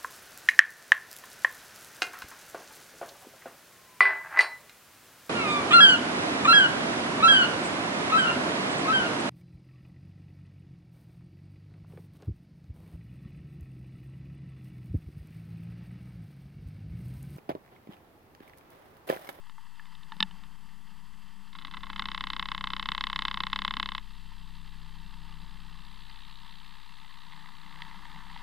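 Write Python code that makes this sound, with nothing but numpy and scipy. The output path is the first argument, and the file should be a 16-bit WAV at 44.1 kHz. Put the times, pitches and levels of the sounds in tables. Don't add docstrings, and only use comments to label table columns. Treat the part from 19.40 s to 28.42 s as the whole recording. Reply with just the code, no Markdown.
import sys
import numpy as np
from scipy import signal
from scipy.fft import rfft, irfft, next_fast_len
from scipy.io import wavfile

SR = 44100
rng = np.random.default_rng(int(sys.argv[2]) if len(sys.argv) > 2 else 0)


def master_out(mix):
    frames = np.transpose(np.atleast_2d(mix))
    ceiling = np.clip(frames, -1, 1)
    pcm = np.round(ceiling * 32767).astype(np.int16)
    wavfile.write(sys.argv[1], SR, pcm)


N = 397782
TIME = np.arange(N) / SR

# time_s, exhaust_db, clatter_db, hiss_db
ENGINE_LEVELS = [(0.0, -74, -63, -63.5), (0.55, -62, -62, -60.5), (0.9, -53, -63, -61.5),
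                 (1.25, -60.5, -65, -62.5), (2.1, -60, -63, -60.5), (4.7, -63.5, -62, -59),
                 (6.1, -56.5, -59.5, -58.5), (6.9, -62, -58.5, -59.5), (7.6, -64, -59, -59.5),
                 (8.35, -56, -53.5, -59), (9.02, -53, -52.5, -58)]
# centre_hz, width_hz, relative_level_db
MOUNT_MODES = [(874, 112, -7), (1062, 156, 4), (1355, 420, -4.5), (1646, 114, -8), (1970, 356, -1.5),
               (2168, 155, -8), (2623, 143, -6), (3048, 197, -0.5), (3330, 173, -9), (3500, 406, -3),
               (3905, 520, -5.5), (4735, 290, -20), (5186, 320, -18), (6800, 230, -37.5)]
# centre_hz, width_hz
MOUNT_DELAYS = [(2150, 1050), (2857, 89), (4050, 760)]
# centre_hz, width_hz
CASE_DELAYS = [(1803, 750), (3992, 360), (6312, 2000)]
HAMMER_START_S, HAMMER_STOP_S = 2.64, 4.595


def from_db(db):
    return 10 ** (np.asarray(db) / 20)


def rms_one(x):
    return x / np.sqrt(np.mean(x ** 2) + 1e-20)


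def in_time(rows):
    seconds, *columns = np.transpose(rows)
    return [np.interp(TIME, seconds, column) for column in columns]


def drift(rate):
    knots = np.arange(0, TIME[-1] + 1, 1 / rate)
    return rms_one(np.interp(TIME, knots, rng.standard_normal(len(knots))))


def noise(spectrum):
    hz, db = np.transpose(spectrum)
    size = next_fast_len(N)
    f = np.maximum(np.fft.rfftfreq(size, 1 / SR), 1)
    gain = from_db(np.interp(np.log(f), np.log(hz), db))
    gain = gain / (1 + (f / hz[-1] / 2) ** 2) / (1 + (hz[0] / f / 2) ** 2)
    white = rng.standard_normal(size)
    return rms_one(irfft(rfft(white) * gain, size)[:N])


def clicks(seconds, db):
    out = np.zeros(N)
    at = np.clip(np.round(seconds * SR).astype(int), 0, N - 1)
    np.add.at(out, at, from_db(db))
    return out


def resonate(x, hz, width):
    r = np.exp(-np.pi * width / SR)
    section = [(1 - r * r) / 2, 0, (r * r - 1) / 2, 1, -2 * r * np.cos(2 * np.pi * hz / SR), r * r]
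    return signal.sosfilt([section, section], x)


def strike(modes, delays, contacts, vary_db):
    seconds, db, brightness, narrowness = np.transpose(contacts)
    spread = rng.standard_normal((len(seconds), len(modes)))
    unit = signal.unit_impulse(SR // 10)
    still = 1e-18 * rng.standard_normal(N)
    out, response = 0, 0
    for k, (hz, width, mode_db) in enumerate(modes):
        gain = (-1) ** k * from_db(mode_db)
        octaves = np.log2(max(hz, 700) / 2500)
        colour_db = brightness * octaves * (hz > 700) - narrowness * octaves ** 2
        colour_db = colour_db + vary_db * spread[:, k]
        out = out + gain * resonate(clicks(seconds, db + colour_db) + still, hz, width)
        response = response + gain * resonate(unit, hz, width)
    for hz, width in delays:
        r = np.exp(-np.pi * width / SR)
        poles = np.array([1, -2 * r * np.cos(2 * np.pi * hz / SR), r * r])
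        out = signal.lfilter(poles[::-1], poles, out)
        response = signal.lfilter(poles[::-1], poles, response)
    return out / np.abs(response).max()


def engine(turn, exhaust_gain_db, clatter_gain_db, hiss_gain_db, puff_db, uneven_db, rough_db,
           stroke_turn, tick_db, swish_depth_db, stroke_skew):
    # time_s, clatter_swing_db, hiss_swing_db
    pulsing = [(0, 0, 1.5), (2, 2, -1.5), (5.5, 1.5, 1.5), (6.9, 0.5, 5), (7.6, 3, 2.5), (8.5, 2.5, -2.5)]
    # frequency_hz, relative_density_db
    exhaust_colour = [(50, -19), (95, -14), (125, -27), (160, 7), (200, 3), (235, -21.5), (300, -8),
                      (360, -24.5), (600, -25.5), (800, -12)]
    clatter_colour = [(550, -54), (740, -19), (900, 1.5), (1030, -3.5), (1200, -3.5), (1420, -15),
                      (1600, -11.5), (1780, -5.5), (2080, -8.5), (2300, -27), (2600, -27.5)]
    hiss_colour = [(2150, -4.5), (2450, -7), (2680, 7.5), (2850, -0.5), (3080, 5.5), (3350, 1.5),
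                   (3800, -6), (4250, -3.5), (4750, 1.5), (5250, -9.5), (6200, -31), (9000, -28)]
    swish_colour = [(2000, -7), (2900, -1.5), (3800, 3.5), (4500, -2.5), (5300, -56), (6500, -41)]
    # time_s, level_db
    swish_level = [(0, -114), (4.7, -59.5), (6.3, -58), (6.8, -51.5), (7.3, -54.5), (8.0, -54.5),
                   (8.9, -56), (8.95, -49.5), (9.02, -57)]
    # centre_hz, width_hz, relative_level_db
    part_modes = [(920, 170, -3), (1170, 450, -24), (1990, 380, 2.5), (2750, 410, -8), (3320, 450, 0.5),
                  (3920, 540, -11), (4630, 500, -10), (5950, 800, -32), (9000, 5000, -37)]
    # time_s, level_db, brightness_db_per_octave
    loud_knocks = [(7.922, -37, -2), (7.934, -39, -8), (8.059, -40, -9), (8.262, -44, -6), (8.326, -40, -5),
                   (8.359, -38.5, -3), (8.42, -26, -1), (8.45, -41, 2), (8.512, -39, -9), (8.545, -44, -14),
                   (8.654, -44, -13), (8.716, -39, -1.5), (8.747, -42, 3), (8.76, -40, -13),
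                   (8.869, -43, -7), (8.901, -45, -4), (8.912, -41, -9), (8.962, -36.5, -13),
                   (8.975, -38, 1)]

    leak_db = np.outer([6, 5.5, 1], looseness(rise_s=0.48, fall_s=0.46))
    exhaust_db, clatter_db, hiss_db = in_time(ENGINE_LEVELS) + leak_db
    clatter_swing_db, hiss_swing_db = in_time(pulsing)
    swish_db, = in_time(swish_level)
    angle = 2 * np.pi * (turn - stroke_turn)
    stroke = np.cos(2 * angle) - stroke_skew * np.sin(4 * angle)
    force_db = uneven_db * np.cos(angle) + rough_db * drift(90)

    exhaust = noise(exhaust_colour) * from_db(exhaust_db + exhaust_gain_db + puff_db * np.cos(angle))
    clatter_total_db = clatter_db + clatter_gain_db + force_db + clatter_swing_db * stroke
    clatter = noise(clatter_colour) * from_db(clatter_total_db)
    hiss = noise(hiss_colour) * from_db(hiss_db + hiss_gain_db + force_db + hiss_swing_db * stroke)
    swish = noise(swish_colour) * from_db(swish_db + swish_depth_db * (stroke - 1))

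    at = np.flatnonzero(np.diff(np.floor(angle / np.pi)) > 0)
    chance = rng.standard_normal((len(at), 2))
    slap_db = (clatter_db + 2 * (clatter_swing_db + force_db))[at] + tick_db + 1.6 * chance[:, 0]
    ticks = np.c_[TIME[at], slap_db, -3 + 1.5 * chance[:, 1], np.zeros(len(at))]
    loud_ticks = np.c_[loud_knocks, np.zeros(len(loud_knocks))]
    parts = strike(part_modes, CASE_DELAYS, np.r_[ticks, loud_ticks], vary_db=0.5)
    return exhaust + clatter + hiss + swish + parts


def looseness(rise_s, fall_s):
    corners_s = [HAMMER_START_S - rise_s, HAMMER_START_S, HAMMER_STOP_S - fall_s, HAMMER_STOP_S]
    return np.interp(TIME, corners_s, [0, 1, 1, 0])


def hum(turn, drone_db):
    # time_s, level_db
    shake = [(0.0, -68), (0.27, -75), (0.55, -64), (0.65, -67), (0.98, -58), (1.5, -68), (1.56, -62),
             (2.11, -64), (2.41, -52.5), (6.05, -49), (8.01, -65), (8.59, -56.5), (8.97, -54), (9.02, -52)]
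    # multiple_of_engine_speed, level_re_shake_db
    orders = [(1, 1), (2, -27.5), (3, -18.5), (4, -32), (7, -22), (8, -29), (9, -36.5), (10, -41),
              (11, -40), (12, -37), (13, -39.5)]
    # time_s, level_db
    fifth_level = [(0, -74.5), (0.6, -68.5), (1.1, -60), (1.5, -76), (3.4, -69), (3.8, -61), (4.6, -66),
                   (5.2, -58), (6.3, -60), (6.6, -64), (7.8, -70), (8.4, -62), (9.02, -63.5)]
    # time_s, level_db
    sixth_level = [(0.0, -82), (1.3, -62.5), (1.75, -58.5), (2.2, -59), (2.6, -48.5), (3.0, -51),
                   (4.05, -50.5), (4.17, -45.5), (4.42, -46), (4.75, -63), (6.2, -62), (7.2, -67),
                   (9.02, -67)]

    shake_db, = in_time(shake)
    fifth_db, = in_time(fifth_level)
    sixth_db, = in_time(sixth_level)
    throb = sum(partial(turn, order, shake_db + db, waver_db=0.14 * order ** 0.44, waver_rad=0.11 * order)
                for order, db in orders)
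    fifth = partial(turn, order=5, db=fifth_db, waver_db=-0.8, waver_rad=0.2)
    sixth = partial(turn, order=6, db=sixth_db + drone_db, waver_db=1.0, waver_rad=0.052)
    return throb + fifth + sixth


def partial(turn, order, db, waver_db, waver_rad):
    phase = 2 * np.pi * (round(order) * turn + rng.random()) + waver_rad * drift(4.7)
    return np.sqrt(2) * np.sin(phase) * from_db(db + waver_db * drift(10))


def mount(turn, hammer_db, scatter_db, rebound_db):
    rebound_s, missed_blow_s, missed_blow_db = .017, 4.10, -13
    hits = TIME[1:][np.diff(np.floor(turn)) > 0]
    hits = hits[(hits > HAMMER_START_S) & (hits < HAMMER_STOP_S)]
    chance = rng.standard_normal((len(hits), 4))
    db = hammer_db + hammering(hits) + scatter_db * chance[:, 0]
    db[np.argmin(np.abs(hits - missed_blow_s))] += missed_blow_db
    blows = np.c_[hits, db, .9 * chance[:, 1], np.zeros_like(db)]
    rebound_times = hits + rebound_s * (1 + .15 * chance[:, 2])
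    rebounds = np.c_[rebound_times, rebound_db + 2.5 * chance[:, 3], chance[:, 1], np.zeros_like(db)]
    return thump(hits, db) + strike(MOUNT_MODES, MOUNT_DELAYS, np.r_[blows, rebounds], vary_db=1.2)


def hammering(seconds):
    # time_s, level_db, ebb_db_per_s
    landings = [(2.657, -18, 110), (2.749, -17, 120), (2.81, -16.5, 70), (2.903, -15.5, 84),
                (2.998, -14, 150), (3.119, -14.5, 135), (3.243, -15.5, 66), (3.336, -16, 70),
                (3.397, -16.5, 70), (3.489, -13, 75), (3.611, -13, 62), (3.761, -13, 53), (3.854, -12, 64),
                (4.006, -13.5, 70), (4.13, -11.5, 60), (4.25, -13, 57), (4.398, -12, 87), (4.551, -17, 92)]
    build_db_per_s, softest_db = 123, -20.5
    s, db, ebb = np.transpose(landings)
    since = seconds[:, None] - s
    below_db = np.maximum(ebb * since, -build_db_per_s * since)
    return np.maximum(softest_db, np.max(db - below_db, axis=1))


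def slaps(level_db, skid_s, loss_db, count):
    # time_s, level_db, brightness_db_per_octave
    ragged_slaps = [(2.129, -36.5, 4), (2.151, -31, -4.5), (2.158, -40, 11), (2.163, -50, -15),
                    (2.186, -28, 1), (2.196, -40, 6), (2.213, -38, -5), (2.221, -34, 3), (2.228, -44, -6),
                    (2.248, -22.5, 0), (2.27, -32, 2), (2.28, -34, -5), (2.311, -29.5, 0), (2.323, -40, -6),
                    (2.337, -28, -3), (2.343, -27, -4.5), (2.369, -25.5, -2.5), (2.376, -37, -7),
                    (2.406, -37, 0), (2.4325, -24.5, -2.5), (2.438, -30, -6), (2.457, -39, 4),
                    (2.467, -31, -4.5), (2.494, -38, -4), (2.4994, -21, -3.5), (2.5303, -26, -3),
                    (2.56, -21.5, -1.5), (2.579, -33, 0), (2.5938, -13.5, -1), (2.621, -19, -2.5),
                    (2.64, -34, -8)]
    s, db, brightness = np.transpose(ragged_slaps)
    thuds, contacts = thump(s, db), []
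    for k in range(count):
        contacts.append(np.c_[s, db + level_db - k * loss_db, brightness + 1, np.zeros_like(s)])
        s = s + skid_s * (.5 + rng.random(len(s)))
    return thuds + strike(MOUNT_MODES, MOUNT_DELAYS, np.vstack(contacts), vary_db=1.0)


def thump(seconds, db):
    # frequency_hz, relative_density_db
    thud_colour = [(90, -43), (150, 0.5), (190, -2), (230, 0), (300, -7), (380, -17), (600, -18)]
    thud_db, share_of_blow_db, crest_s = -42, 0.67, 0.0066
    t = np.arange(SR // 8) / SR / crest_s
    starts = clicks(seconds, thud_db + share_of_blow_db * db)
    envelope = signal.fftconvolve(starts, t * np.exp(1 - t))[:N]
    return envelope * noise(thud_colour)


def knocks(level_db, boom_db, boom_hz, boom_width_hz):
    # time_s, level_db, brightness_db_per_octave, narrowness_db_per_octave_squared
    case_contacts = [(0.096, -42, -2.5, -2), (0.181, -63, -18.5, -3.5), (0.357, -51, 1, 14),
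                     (0.395, -34, -24.5, 19), (0.455, -42, -11, 12), (0.551, -44, 3, 10),
                     (0.632, -41, 3, 11), (0.72, -34.5, -6.5, -1.5), (0.766, -46, 1, -5),
                     (0.8038, -11.5, 0, 0), (0.8264, -10, 0, 0.5), (0.91, -41.5, -8, 5),
                     (1.036, -40.5, -3, 0.5)]
    # centre_hz, width_hz, relative_level_db
    case_modes = [(218, 130, -13), (527, 288, -26), (882, 66, -2), (1080, 500, -5), (1410, 180, -15.0),
                  (1743, 158, -3.5), (2160, 970, -16.0), (2660, 130, -7), (2980, 240, -0.5),
                  (3627, 300, -0.5), (4070, 740, -10.5), (4870, 320, -20), (5200, 210, -16),
                  (6260, 280, -38), (8400, 650, -35), (11200, 2899, -47)]
    contacts = np.array(case_contacts) + [0, level_db, 0, 0]
    seconds, db, _, narrowness = contacts.T
    push = clicks(seconds, db + boom_db - 2 * narrowness) + 1e-18
    boom = resonate(push, boom_hz, boom_width_hz)
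    return boom + strike(case_modes, CASE_DELAYS, contacts, vary_db=2.5)


def shudder(level_db, follows):
    # frequency_hz, relative_density_db
    rumble_colour = [(15, 6), (45, -22), (60, 5.5), (90, -5), (115, -2.5), (150, -9)]
    swell_s, swell_width_s, swell_peak_db = 8.35, 0.34, 3.5
    exhaust_db = in_time(ENGINE_LEVELS)[0]
    swell_db = swell_peak_db * np.exp(-((TIME - swell_s) / swell_width_s) ** 2)
    total_db = level_db + swell_db + follows * (exhaust_db - exhaust_db.mean())
    return from_db(total_db) * noise(rumble_colour)


def microphone(hiss_db, side_db):
    # frequency_hz, relative_density_db
    floor_colour = [(30, 36), (300, 17), (4000, -51), (4800, 3), (5600, 15.5), (8000, 14), (12000, 13),
                    (15000, 10.5)]
    # frequency_hz, level_db
    whines = [(7776, -91), (7837, -85), (7897, -88), (11003, -95), (11090, -87)]
    hiss = noise(floor_colour) + from_db(side_db) * noise(floor_colour) * np.array([[1], [-1]])
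    whine = 0
    for hz, db in whines:
        phase = 2 * np.pi * np.cumsum(hz + 4 * drift(3.1)) / SR
        whine = whine + from_db(db) * np.sqrt(2) * np.sin(phase)
    return from_db(hiss_db) * hiss + whine


def scene():
    # time_s, speed_turns_per_s
    engine_speed = [(0.0, 35.069), (1.155, 34.807), (1.7, 33.761), (2.13, 32.971), (2.66, 33.309),
                    (2.92, 31.666), (3.06, 33.164), (3.25, 31.897), (3.45, 32.688), (3.62, 33.323),
                    (3.78, 32.721), (3.94, 33.09), (4.07, 30.726), (4.14, 33.863), (4.3, 33.52),
                    (4.6, 32.716), (5.1, 32.203), (5.8, 32.459), (6.4, 32.224), (6.9, 32.884),
                    (7.5, 32.503), (8.05, 31.317), (8.5, 32.273), (9.02, 32.617)]
    speed, = in_time(engine_speed)
    turn = .205 + np.cumsum(speed) / SR
    air = engine(turn, exhaust_gain_db=-3.0, clatter_gain_db=-0.5, hiss_gain_db=-4.5, puff_db=-2.5,
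                 uneven_db=1.0, rough_db=1.55, stroke_turn=.65, tick_db=-3.0, swish_depth_db=7,
                 stroke_skew=0.26)
    chassis = hum(turn, drone_db=-4.5) + shudder(level_db=-68.5, follows=0.31)
    rattle = mount(turn, hammer_db=0.0, scatter_db=0.5, rebound_db=-42)
    rattle = rattle + slaps(level_db=-1.5, skid_s=0.0022, loss_db=7.5, count=3)
    taps = knocks(level_db=0.4, boom_db=27.0, boom_hz=193, boom_width_hz=49)
    return chassis + air + rattle + taps + microphone(hiss_db=-71.0, side_db=-5.5)


def record(dry, split_hz=84, split=0.59):
    cutoff_hz, left_offset = 15300, -.0112
    bass = signal.sosfilt(signal.butter(1, split_hz, fs=SR, output="sos"), dry.mean(axis=0))
    stereo = dry + min(split, 1) * bass * np.array([[1], [-1]])
    steep_cut = signal.ellip(10, .1, 70, cutoff_hz, fs=SR, output="sos")
    return signal.sosfilt(steep_cut, stereo) + [[left_offset], [0]]


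dry = scene()
out = record(dry)
master_out(out)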